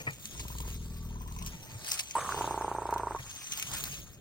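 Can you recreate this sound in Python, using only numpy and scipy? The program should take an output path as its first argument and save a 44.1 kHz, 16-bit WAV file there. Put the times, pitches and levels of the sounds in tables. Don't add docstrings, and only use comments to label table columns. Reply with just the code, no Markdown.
import sys
import numpy as np
from scipy import signal
from scipy.fft import rfft, irfft
from scipy.io import wavfile
from scipy.ndimage import uniform_filter1d, map_coordinates

SR = 44100
rng = np.random.default_rng(int(sys.argv[2]) if len(sys.argv) > 2 else 0)


def unload_audio(sound):
    columns = np.transpose(np.atleast_2d(sound))
    steps = np.round(np.clip(columns, -1, 1) * 32767)
    wavfile.write(sys.argv[1], SR, steps.astype(np.int16))


N = 185264


def rumble_voice():
    # (time [s], flap rate [1/s])
    rate = [(.3, 20.1), (.55, 20.0), (.72, 19.97), (.87, 19.8), (1.02, 19.73), (1.17, 19.42), (1.32, 19.3),
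            (1.6, 18.9)]
    # (time [s], chest [dB], mouth [dB], lingering of the main mouth ring [dB], upper harmonics [dB])
    effort = [(.34, -57, -57.5, -15.5, 7), (.4, -45.5, -56, -20.5, 7.5), (.5, -46, -53.5, -14, -7),
              (.58, -40.5, -54, -11.5, 3.5), (.67, -38, -54, -12.5, -1), (.72, -38.5, -68.5, -14, 1),
              (.97, -39, -70.5, -10, -0.5), (1.15, -38, -59, 0.5, 0), (1.3, -39.5, -57.5, 0, -2),
              (1.48, -38, -55, -0.5, -2.5), (1.5, -41, -70, -8, -4.5), (1.57, -50.5, -85, -13.5, -8.5)]
    # (multiple of the flap rate, level [dB])
    harmonics = [(1, -42), (2, 0.41), (3, -2), (4, -2.5), (5, -9.5), (6, -8), (7, -27), (8, -5.5), (9, -27),
                 (10, -10), (11, -26.5), (12, -12.5), (13, -20.5), (14, -29.5), (15, -38.5), (16, -50),
                 (17, -30.5), (18, -23.5), (19, -28), (20, -25), (21, -27), (22, -23.5), (23, -25.5),
                 (24, -33.5)]
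    # (frequency [Hz], width [Hz], level [dB])
    modes = [(400, 266, -18), (683, 204, -8), (984, 86, 7.5), (1230, 86.7, -9.5), (1460, 170.3, -26)]
    # odd harmonics [dB], upper harmonics [dB],
    # breath over the mouth pulses [dB], mouth opening [factor on its resonances]
    settling = (0.285, (10, -0.52), (-5.5, 1.26), (-19, -6.5), (1.011, 0.9373))
    # (time [s], added to the opening factor)
    widening = [(.34, -0.0081), (.7, 0.031), (1.0, -0.02), (1.15, .055), (1.3, .1), (1.57, .115)]
    return voice(effort, (*settling, widening), rate, .801, harmonics, modes, main=2,
                 peak=.15, skew=.24, after=.55, after_db=-11, uneven_db=1.2)


def call_voice():
    # (time [s], flap rate [1/s])
    rate = [(2.15, 33.0), (2.35, 30.81), (2.5, 30.03), (2.65, 28.79), (2.8, 28.41), (2.95, 28.18),
            (3.08, 26.71), (3.2, 23.1), (3.36, 25.0)]
    # (time [s], chest [dB], mouth [dB], lingering of the main mouth ring [dB], upper harmonics [dB])
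    effort = [(2.15, -69.5, -37.5, -13.5, 0), (2.22, -57.5, -42, -19, 0), (2.3, -52, -40.5, -28, 0),
              (2.38, -48, -34.5, -17.5, 0), (2.6, -49, -34, -12.5, 0), (2.84, -49.5, -37, -13.5, 0),
              (2.94, -47.5, -34, -1.5, 0), (3.04, -48, -37, -7.5, 0), (3.155, -49.5, -36.5, -12.5, 0.01),
              (3.19, -53, -60, -3.5, 0), (3.34, -61, -85.5, -3.5, 0)]
    # (multiple of the flap rate, level [dB])
    harmonics = [(1, -15.5), (2, 2), (3, -5), (4, 0.5), (5, -7.5), (6, -9.5)]
    # (frequency [Hz], width [Hz], level [dB])
    modes = [(246.4, 190, -20.5), (400.8, 99.5, -5), (636.6, 187, -11), (913.6, 101.1, 0), (1080, 139, -8),
             (1368, 198, -10), (1719, 167, -18.5), (2130, 321, -20)]
    # odd harmonics [dB], upper harmonics [dB],
    # breath over the mouth pulses [dB], mouth opening [factor on its resonances]
    settling = (0.1723, (-1, 0.5), (0, 0.10056), (9.4, -7.5), (1.169, 0.9313))
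    # (time [s], added to the opening factor)
    widening = [(2.151, 0.00117), (2.6, 0.0305), (2.8, 0.0337), (2.95, 0.088), (3.34, 0.099)]
    return voice(effort, (*settling, widening), rate, 2.6088, harmonics, modes, main=3,
                 peak=.075, skew=.65, after=.34, after_db=-14.5, uneven_db=1.4)


def voice(effort, settling, rate, closure_s, harmonics, modes, main, peak, skew, after, after_db, uneven_db):
    chest_db, mouth_db, linger_db, top_db = curves(effort)
    gate = gate_of(effort[0][0], effort[-1][0])
    on = gate > 0
    odd_db, upper_db, breath_db, opening, loose = settle(effort[0][0], *settling)
    turns = np.cumsum(curves(rate)[0]) / SR
    turns = turns - turns[round(closure_s * SR)]
    low = chest_tone(turns, harmonics, peak, skew, odd_db, upper_db + top_db)
    low = low / low[on].std() + chest_knocks(turns, loose, on)
    closures = mouth_closures(turns, modes, main, opening, linger_db, uneven_db)
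    pulses = closures + gain_of(after_db) * mouth_slaps(turns - after, modes, opening)
    puffs = breath(turns - after, modes, opening)
    high = pulses / pulses[on].std() + gain_of(breath_db) * puffs / puffs[on].std()
    high /= np.sqrt(1 + gain_of(2 * breath_db))
    return gate * gain_of(chest_db) * low, gate * gain_of(mouth_db) * high


def settle(start, seconds, odd_db, upper_db, breath_db, opening, widening):
    t = np.maximum(np.arange(N) / SR - start, 0)
    loose = 1 / (1 + (t / seconds) ** 4)
    pairs = (odd_db, upper_db, breath_db, opening)
    odd, upper, breath_level, mouth = (settled + (free - settled) * loose for free, settled in pairs)
    return odd, upper, breath_level, mouth + curves(widening)[0], loose


def chest_tone(turns, harmonics, peak, skew, odd_db, upper_db):
    k, db = np.transpose(harmonics)[:, :, None]
    scatter = rng.random(k.shape) * (k > 13.5)
    swing = np.sign(k - 3.5)
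    waver_turns = rng.uniform(1, 4, k.shape) * np.arange(N) / SR + rng.random(k.shape)
    waver_db = 1.1 * np.sin(2 * np.pi * waver_turns)
    level = gain_of(db + waver_db + k % 2 * odd_db + (swing > 0) * upper_db)
    return (swing * level * np.cos(2 * np.pi * (k * (turns - peak) + skew + scatter))).sum(0)


def chest_knocks(turns, loose, on):
    knocks = resonate(clicks(turns - .06, 1.5), hz=122.4, width=166.5, count=2)
    return gain_of(-4) * loose * knocks / knocks[on].std()


def mouth_closures(turns, modes, main, opening, linger_db, uneven_db):
    restrike, restrike_after = 0.61, .34
    glide = 0.144
    shut = clicks(turns, uneven_db)
    climbing = opening * (1 + .014 * wander(.02) + glide * (turns % 1 - .15))
    closures = tract(shut, modes, climbing, damping=1.266)
    strikes = shut + restrike * clicks(turns - restrike_after + .03 * wander(0.023), 5.55)
    sign = (-1) ** main
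    lingering = sign * resonate(strikes, modes[main][0] * climbing, width=28.7)
    closures = closures + gain_of(linger_db) * lingering * closures.std() / lingering.std()
    return signal.sosfilt(signal.butter(N=6, Wn=1330, fs=SR, output="sos"), sign * closures)


def mouth_slaps(turns, modes, opening):
    strikes = clicks(turns + .04 * wander(.02), 3.5)
    slaps = tract(strikes, modes[2:], (1.2 + .07 * wander(.02)) * opening, damping=1.7)
    return signal.sosfilt(signal.butter(N=4, Wn=1900, fs=SR, output="sos"), slaps)


def breath(turns, modes, opening):
    swelling = 1.2 + np.exp(-((turns + .1) % 1) / 0.246)
    puffs = swelling * gain_of(1.7 * wander(0.0057)) * rng.standard_normal(N)
    return tract(puffs, modes[1:], (1.0385 + 0.0576 * wander(0.0085)) * opening, damping=2.55)


def smacks():
    # (start [s], level [dB], frequency [Hz], time to fall 60 dB [s])
    rings = [(.634, -46.5, 1034, 0.041), (.677, -42, 998, 0.0243), (.678, -43, 447, 0.041),
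             (2.153, -18.5, 927, 0.058), (2.165, -21.5, 1056, 0.061), (2.168, -33, 344.6, 0.031),
             (2.18, -26.5, 1121, 0.0522), (2.184, -38.5, 2210, 0.014), (2.21, -30, 2320, 0.0123),
             (2.184, -35, 426, 0.026), (2.186, -25, 648, 0.0123), (2.192, -24, 1155, 0.0285),
             (2.206, -30, 1412, 0.022), (2.214, -19.5, 1115, 0.0099), (2.221, -28, 1540, 0.0132),
             (2.246, -21.5, 1120, 0.0091), (2.251, -23.5, 1116, 0.0122), (2.261, -25.5, 1310, 0.0119),
             (2.275, -26.5, 970, 0.0127), (2.291, -17.5, 1110, 0.0176), (2.313, -36, 1066, 0.0176),
             (2.322, -16.5, 1408, 0.0106), (2.354, -29, 900, 0.0123), (2.364, -36.5, 910, 0.009),
             (2.386, -29, 1353, 0.02), (3.163, -30.5, 1082, 0.059)]
    out, t = np.zeros(N), np.arange(4000) / SR
    for s, db, hz, t60 in rings:
        wobble = 1 + 0.21 * evened(uniform_filter1d(rng.standard_normal(4000), 60))
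        envelope = gain_of(db - 60 * t / t60) * (1 - np.exp(-t / 0.000436))
        add(out, s, envelope * wobble * np.sin(2 * np.pi * hz * t))
    return out


def hiss():
    start, end = 2.152, 3.18
    puff_db, puff_fall, leak_db, leak_fall = -41, 120, -54, 7
    t = np.maximum(np.arange(N) / SR - start, 0)
    level = gain_of(puff_db - puff_fall * t) + gain_of(leak_db - leak_fall * t)
    air = resonate(rng.standard_normal(N), hz=8430, width=1010, count=2)
    grain = evened(gain_of(3.45 * wander(0.0017)) * air)
    return (t > 0) * gate_of(0, end) * level * grain


def grass():
    # (frequency [Hz], level [dB])
    body_colour = [(1500, -17), (2500, 0.5), (3500, -3), (4800, -2), (5650, -0.5), (6200, 2.5), (6900, 2),
                   (7500, -7.5), (8600, 2), (10000, -8.5), (12000, -14.5)]
    # (frequency [Hz], level [dB])
    fizz_colour = [(9000, -5.5), (11000, -3), (12800, 0.5), (14600, 7), (16500, 1)]
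    # (frequency [Hz], level [dB])
    scrape_colour = [(150, -28.5), (300, -18), (600, -4.5), (1200, 2), (2000, -1), (3000, -16.5)]
    # (frequency [Hz], width [Hz], level over the grass [dB])
    stalk_rings = [(3203, 1880, -13), (6292, 864, -9)]
    rubbing, ring_factor = drags()
    crackle = gain_of(2.72 * np.minimum(rng.exponential(1, N), 3.6)) * (rng.random(N) < 420 / SR)
    rough = evened(1 + 0.604 * signal.lfilter([1], [1, -.94], crackle)) * gain_of(1.12 * wander(0.012))
    unrest = gain_of([0.6 * wander(0.0114), 3.2 * wander(0.0177), 0.87 * wander(0.0238)])
    levels = rubbing * rough * unrest + snaps()
    no_bass = signal.butter(N=3, Wn=1100, btype="high", fs=SR, output="sos")
    strands = []
    for noise in rng.standard_normal((2, 3, N)):
        colours = (body_colour, fizz_colour, scrape_colour)
        plain, fizz, scrape = (colour(n, points) for n, points in zip(noise, colours))
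        body = plain + sum(gain_of(ring_db) * evened(resonate(plain, hz * ring_factor, width, count=2))
                           for hz, width, ring_db in stalk_rings)
        parts = zip(levels, (body, fizz, scrape))
        body, fizz, scrape = (level * patches(part, depth_db=2.8) for level, part in parts)
        strands.append(signal.sosfilt(no_bass, body + fizz) + scrape)
    return strands


def drags():
    strokes = [(0, -52.5, -1.77, 0.5, -21, -8, 0.9), (.27, -52.5, 0.13, 2, -9.5, -13, 0.952),
               (.42, -49.5, 1.08, 0.26, -18.5, -27.5, 1.058), (.59, -61.5, 0.08, -0.66, -4.5, -8.5, 1.17),
               (.71, -52, 0.37, 0.22, -13.5, -9, 0.977), (.745, -60, -1.2, 0.03, 7.5, -20, 1.02),
               (.93, -57.5, 11.4, 0.39, -4, -12.5, 1.455), (1.469, -49, 0.3036, 0.3841, -8.5, -14.5, 0.973),
               (1.64, -63, -2.5, -1.23, 0.5, -8.5, 0.96), (1.73, -57.5, 0.72, 1.7, -10, -4.5, 0.717),
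               (1.922, -35.5, 0.0991, 0.07, -5.5, -14.5, 1.508),
               (2.001, -37.5, 0.27, 0.0437, -16.5, -11, 1.5), (2.3, -47.5, 0.4, 1, -21.5, -17.5, 1.023),
               (2.42, -42.5, 0.92, -0.2839, -14, -26, 0.978), (3.231, -49, 0.1, 0.25, -20.5, -3.5, 1.143),
               (3.309, -50, 0.3449, -0.35, -14, -16, 1.015), (3.479, -52, 0.2, 0.2, -20, -9, 0.94),
               (3.529, -45.5, -0.55, -0.36, -18, -13, 0.95), (3.589, -40.5, 0.22, 0.28, -10.5, -13, 1.014),
               (3.745, -37.5, 0.14, 0.33, -5.5, -8, 1.085), (3.945, -45.5, 0.67, 0.17, -8.5, -27, 0.99)]
    # (body [dB], fizz [dB], scrape [dB])
    stir_db = (-70, -74, -68)
    swells = np.array([swell(*row[:4]) ** 2 for row in strokes])
    fizz_db, scrape_db, ring = np.transpose(strokes)[4:]
    power = gain_of(2 * np.array([0 * ring, fizz_db, scrape_db])) @ swells
    return np.sqrt(power + gain_of(stir_db)[:, None] ** 2), ring @ swells / swells.sum(0)


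def snaps():
    # (start [s], level [dB], bright part over it [dB], decay constant of the body [ms])
    breaks = [(0.107, -41.5, 4, 2.9), (0.131, -44, -27.5, 3.4), (.224, -45, -22, 2.56),
              (0.255, -27.5, -24.5, 2.84), (0.268, -41, -16.5, 2.5), (.31, -48, 10.5, 4.6),
              (0.396, -33.5, -16.5, 5.6), (0.482, -38, 10.5, 3.77), (0.584, -33.5, 6.5, 3.3),
              (0.6034, -34, -1, 2.85), (0.7021, -38, -20, 2.4), (0.731, -46.5, 1.5, 2.6),
              (0.744, -46, 18.5, 2.4), (0.969, -55, 11.5, 3), (1.218, -52, 15.5, 3.2),
              (1.277, -50.5, 3, 3.6), (1.322, -41.5, 1.5, 3.5), (1.363, -39.5, -19, 2.86),
              (1.388, -40, 7.5, 3.433), (1.424, -33.5, -3, 3.2), (1.462, -35.5, 7, 8.2),
              (1.472, -30.5, 8.5, 2.3), (1.816, -50.5, -9, 1.7), (1.8456, -32, -13, 3.1),
              (1.8632, -41, -6, 5.9), (1.881, -35, -3.5, 5.6), (1.887, -32, 1.5, 4.5),
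              (1.894, -40, -12, 3.1), (1.901, -40, 2.5, 2.5), (1.9135, -28.5, -6.5, 2.7),
              (1.917, -12.5, -19, 1.71), (1.931, -26.5, -13, 4.487), (1.94, -29, -17.5, 5),
              (1.975, -31.5, -12, 2.3), (1.9918, -20.5, -7.5, 3.37), (1.995, -20.5, -7, 3.58),
              (2.008, -33, -11, 2.9), (2.0354, -42.5, -12.5, 3.6), (2.056, -41, -6.5, 3),
              (2.1092, -35, -4.5, 3), (2.866, -45, -15, 4.8), (2.908, -45.5, 10.5, 6.2),
              (2.939, -33.5, 0, 4.4), (2.98, -36, -0.5, 4.2), (3.47, -41, -26, 4.4),
              (3.52, -28.5, -17, 6.8), (3.5346, -32, 12.5, 2.16), (3.56, -48, -6, 3.2),
              (3.574, -32.5, 9, 3.53), (3.5973, -22.5, -3.5, 1.63), (3.625, -20, -3, 3.38),
              (3.714, -36.5, -9, 3), (3.736, -34.5, -15, 3.1), (3.748, -28.5, -9.5, 3.4),
              (3.762, -34.5, -6.5, 2.3), (3.806, -33.5, -2, 3), (3.8389, -24.5, 12, 2.37),
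              (3.8544, -35, 6, 2.64), (3.926, -41.5, -2.5, 2.16), (3.942, -36, -15.5, 3.5),
              (4.078, -57, 1, 1.4)]
    dull_db, shares = -26, (1, 0.37, 0.9)
    t = np.arange(1500) / SR
    rise, bursts = 1 - np.exp(-t / .00025), np.zeros((3, N))
    for s, db, bright_db, decay_ms in breaks:
        for burst, part_db, share in zip(bursts, (0, bright_db, dull_db), shares):
            fall = np.exp(-1000 * t / abs(share * decay_ms))
            add(burst, s, gain_of(db + part_db - 4.5) * rise * fall)
    return bursts


def patches(x, depth_db):
    z = signal.stft(x, nperseg=256)[2]
    field = uniform_filter1d(rng.standard_normal(z.shape), size=4, axis=0)
    field = evened(uniform_filter1d(field, size=12, axis=1))
    return evened(signal.istft(z * gain_of(depth_db * field), nperseg=256)[1][:N])


def thumps():
    # (time [s], level [dB], frequency [Hz], relative level of the rattle [dB])
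    blows = [(.006, -37.5, 137.5, -17), (0.079, -26, 126.7, -14.5), (.1, -30, 134.7, -21.5),
             (.124, -36.5, 128.6, -28), (0.251, -40.5, 215, -35.5), (.39, -42, 104, -38),
             (1.41, -30.5, 176, -37.5), (1.544, -33, 164.9, -28), (1.677, -40.5, 121.3, -24.5),
             (1.722, -36, 109.4, -30.5), (1.753, -28.5, 112.5, -33), (1.829, -45.5, 129.5, -30),
             (3.198, -33.5, 121.2, -21.5), (3.82, -40.5, 145.8, -22.5), (3.835, -37.5, 56.7, -32.5),
             (3.882, -38, 130.7, -22.5), (3.91, -35, 127.2, -33)]
    # (frequency [Hz], width [Hz], level [dB])
    rattle_modes = [(463, 574, -5), (901, 100, -0.5), (1238, 274, -2), (1885, 134, 7), (2352, 219, 5)]
    out, t = np.zeros(N), np.arange(9000) / SR
    ring = gain_of(-60 * t / 0.0964) * (1 - np.exp(-t / 0.008)) * 1.3
    shaking = gain_of(-20 * (t / .028) ** 4) + .1 * gain_of(-60 * t / .3)
    for s, db, hz, rattle_db in blows:
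        rattle = tract(rng.standard_normal(9000) * shaking, rattle_modes, 0.994, damping=1.44)
        add(out, s - .005, gain_of(db) * ring * np.sin(2 * np.pi * hz * t))
        add(out, max(s - .012, 0), gain_of(db + rattle_db + 18.5) * rattle)
    return out


def drone():
    murmurs = [(.03, -59.5, -2, -0.04, 525, 150), (.02, -62.5, 4, 0.18, 827, 202),
               (.11, -55, 0.26, 0.05, 505, 121.4), (1.661, -53, 0.05, 0.01, 637.5, 129.9),
               (1.69, -61.5, 0.76, 1, 895.6, 130), (1.79, -65.5, 0.24, -1.63, 621.4, 99.6),
               (3.9, -54, 0.15, 0.58, 54.7, 35)]
    return sum(swell(*row) * evened(resonate(rng.standard_normal(N), hz, width, count=2))
               for *row, hz, width in murmurs)


def whistle():
    tone = evened(resonate(rng.standard_normal(N), hz=1140, width=13.15, count=2))
    return gate_of(.86, 1.1) * gain_of(-65.5) * tone


def wash():
    # (time [s], level [dB])
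    level_curve = [(0, -50.5), (.15, -56.5), (.4, -49.5), (.75, -56.5), (1.25, -52), (1.7, -51.5),
                   (2.05, -57.5), (2.4, -51), (2.9, -59), (3.2, -54), (3.45, -58.5), (3.75, -47.5),
                   (4.0, -51.5), (4.2, -55.5)]
    # (frequency [Hz], relative level [dB])
    spectrum = [(15, -5.5), (25, -53.5), (49, -1), (86, -2.5), (125, 0.5), (172, -5), (281, -12),
                (367, -14), (600, -19), (780, -24), (1320, -120)]
    db = curves(level_curve)[0]
    return gain_of(db + 2.0 * wander(0.011233)) * colour(rng.standard_normal(N), spectrum)


def bush(x):
    t = np.arange(5000) / SR
    sparse = rng.standard_normal((2, 5000)) * (rng.random((2, 5000)) < .05)
    taps = sparse * gain_of(-60 * t / 0.0356) * (t > .004)
    return signal.fftconvolve(x[None], taps / np.linalg.norm(taps, axis=1, keepdims=True), axes=1)[:, :N]


def ports(a, b):
    # (frequency [Hz], share [0-1])
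    likeness = [(50, .45), (110, .65), (300, .78), (1000, .88), (2500, .8), (5000, 0.79), (9000, .82),
                (11800, 0.6), (12400, .91)]
    # (frequency [Hz], left over right [dB])
    balance = [(300, 0.63), (800, 6), (1400, 1), (2400, -1.0), (4400, 3.11), (8100, -0.2), (15000, -0.7)]
    lead_s, lead_from_hz, shared_hz = .0003, 1300, 12200
    lead_waver_s = .000022
    hz = np.fft.rfftfreq(N, 1 / SR)
    same, tilt = np.clip(read(likeness, hz), 0, 1), gain_of(read(balance, hz) / 2)
    heard, apart = same * rfft(a) / tilt, hz < shared_hz
    delay = np.exp(-2j * np.pi * np.maximum(hz - lead_from_hz, 0) * lead_s)
    late = irfft(heard * apart * delay, N)
    moments = np.arange(N) + lead_waver_s * SR * wander(.03)
    late = map_coordinates(late, [moments], order=3, mode="nearest")
    others = np.sqrt(1 - same ** 2) * rfft(b) / tilt
    return np.array([irfft(tilt * rfft(a), N), late + irfft(heard * ~apart + others, N)])


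def gain_of(db):
    return 10 ** (np.asarray(db) / 20)


def evened(x):
    return x / np.sqrt(np.mean(x ** 2) + 1e-20)


def read(points, hz):
    f, value = np.transpose(points)
    return np.interp(np.log(hz + 1), np.log(f + 1), value)


def curves(rows):
    s, *values = np.transpose(rows)
    return [np.interp(np.arange(N) / SR, s, v) for v in values]


def gate_of(start, end):
    t = np.arange(N) / SR
    return np.clip(np.minimum(t - start, end - t) / 0.006045, 0, 1)


def swell(s, db, rise, fall):
    t = np.arange(N) / SR - s
    return gain_of(db - 20 * np.maximum(-t / abs(rise), t / abs(fall)).clip(0, 8))


def add(mix, s, sound):
    part = mix[round(s * SR):][:len(sound)]
    part += sound[:len(part)]


def colour(x, points):
    return evened(irfft(rfft(x) * gain_of(read(points, np.fft.rfftfreq(N, 1 / SR))), N))


def resonate(x, hz, width, count=1):
    turn = np.exp(2j * np.pi * np.cumsum(hz * np.ones(len(x))) / SR)
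    r = np.exp(-np.pi * abs(width) / SR)
    low = x * turn.conj()
    for _ in range(count):
        low = signal.lfilter([1 - r], [1, -r], low)
    return 2 * (turn * low).real


def tract(x, modes, opening, damping):
    return sum((-1) ** k * gain_of(db) * resonate(x, hz * opening, damping * width, count=2)
               for k, (hz, width, db) in enumerate(modes))


def wander(seconds):
    size = max(round(seconds * SR), 1)
    return evened(uniform_filter1d(uniform_filter1d(rng.standard_normal(N), size), size))


def clicks(turns, uneven_db):
    passed = np.diff(np.floor(turns), prepend=np.floor(turns[0])) > 0
    return passed * gain_of(uneven_db * rng.standard_normal(N))


def scene():
    chest, mouth = rumble_voice()
    call_chest, call_mouth = call_voice()
    low, trunk, open_mouth = chest + thumps() + drone(), mouth + whistle(), call_mouth + smacks()
    stalks, other_stalks = grass()
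    near = ports(stalks + hiss() + wash(), other_stalks + hiss() + wash())
    rumble = low * gain_of([[.8], [-.8]]) + trunk * gain_of([[1.8], [-1.8]])
    rumble = np.array([rumble[0], np.roll(rumble[1], round(.00024 * SR))])
    voices = rumble + call_chest + open_mouth * gain_of([[-1.2], [1.1]])
    return voices + gain_of(-20.5) * bush(open_mouth) + gain_of(-8) * bush(trunk) + near


def record(dry):
    low_pass = signal.firwin(401, 16050, window=("kaiser", 9), fs=SR)
    return signal.oaconvolve(dry, low_pass[None], "same")


dry = scene()
out = record(dry)
unload_audio(out)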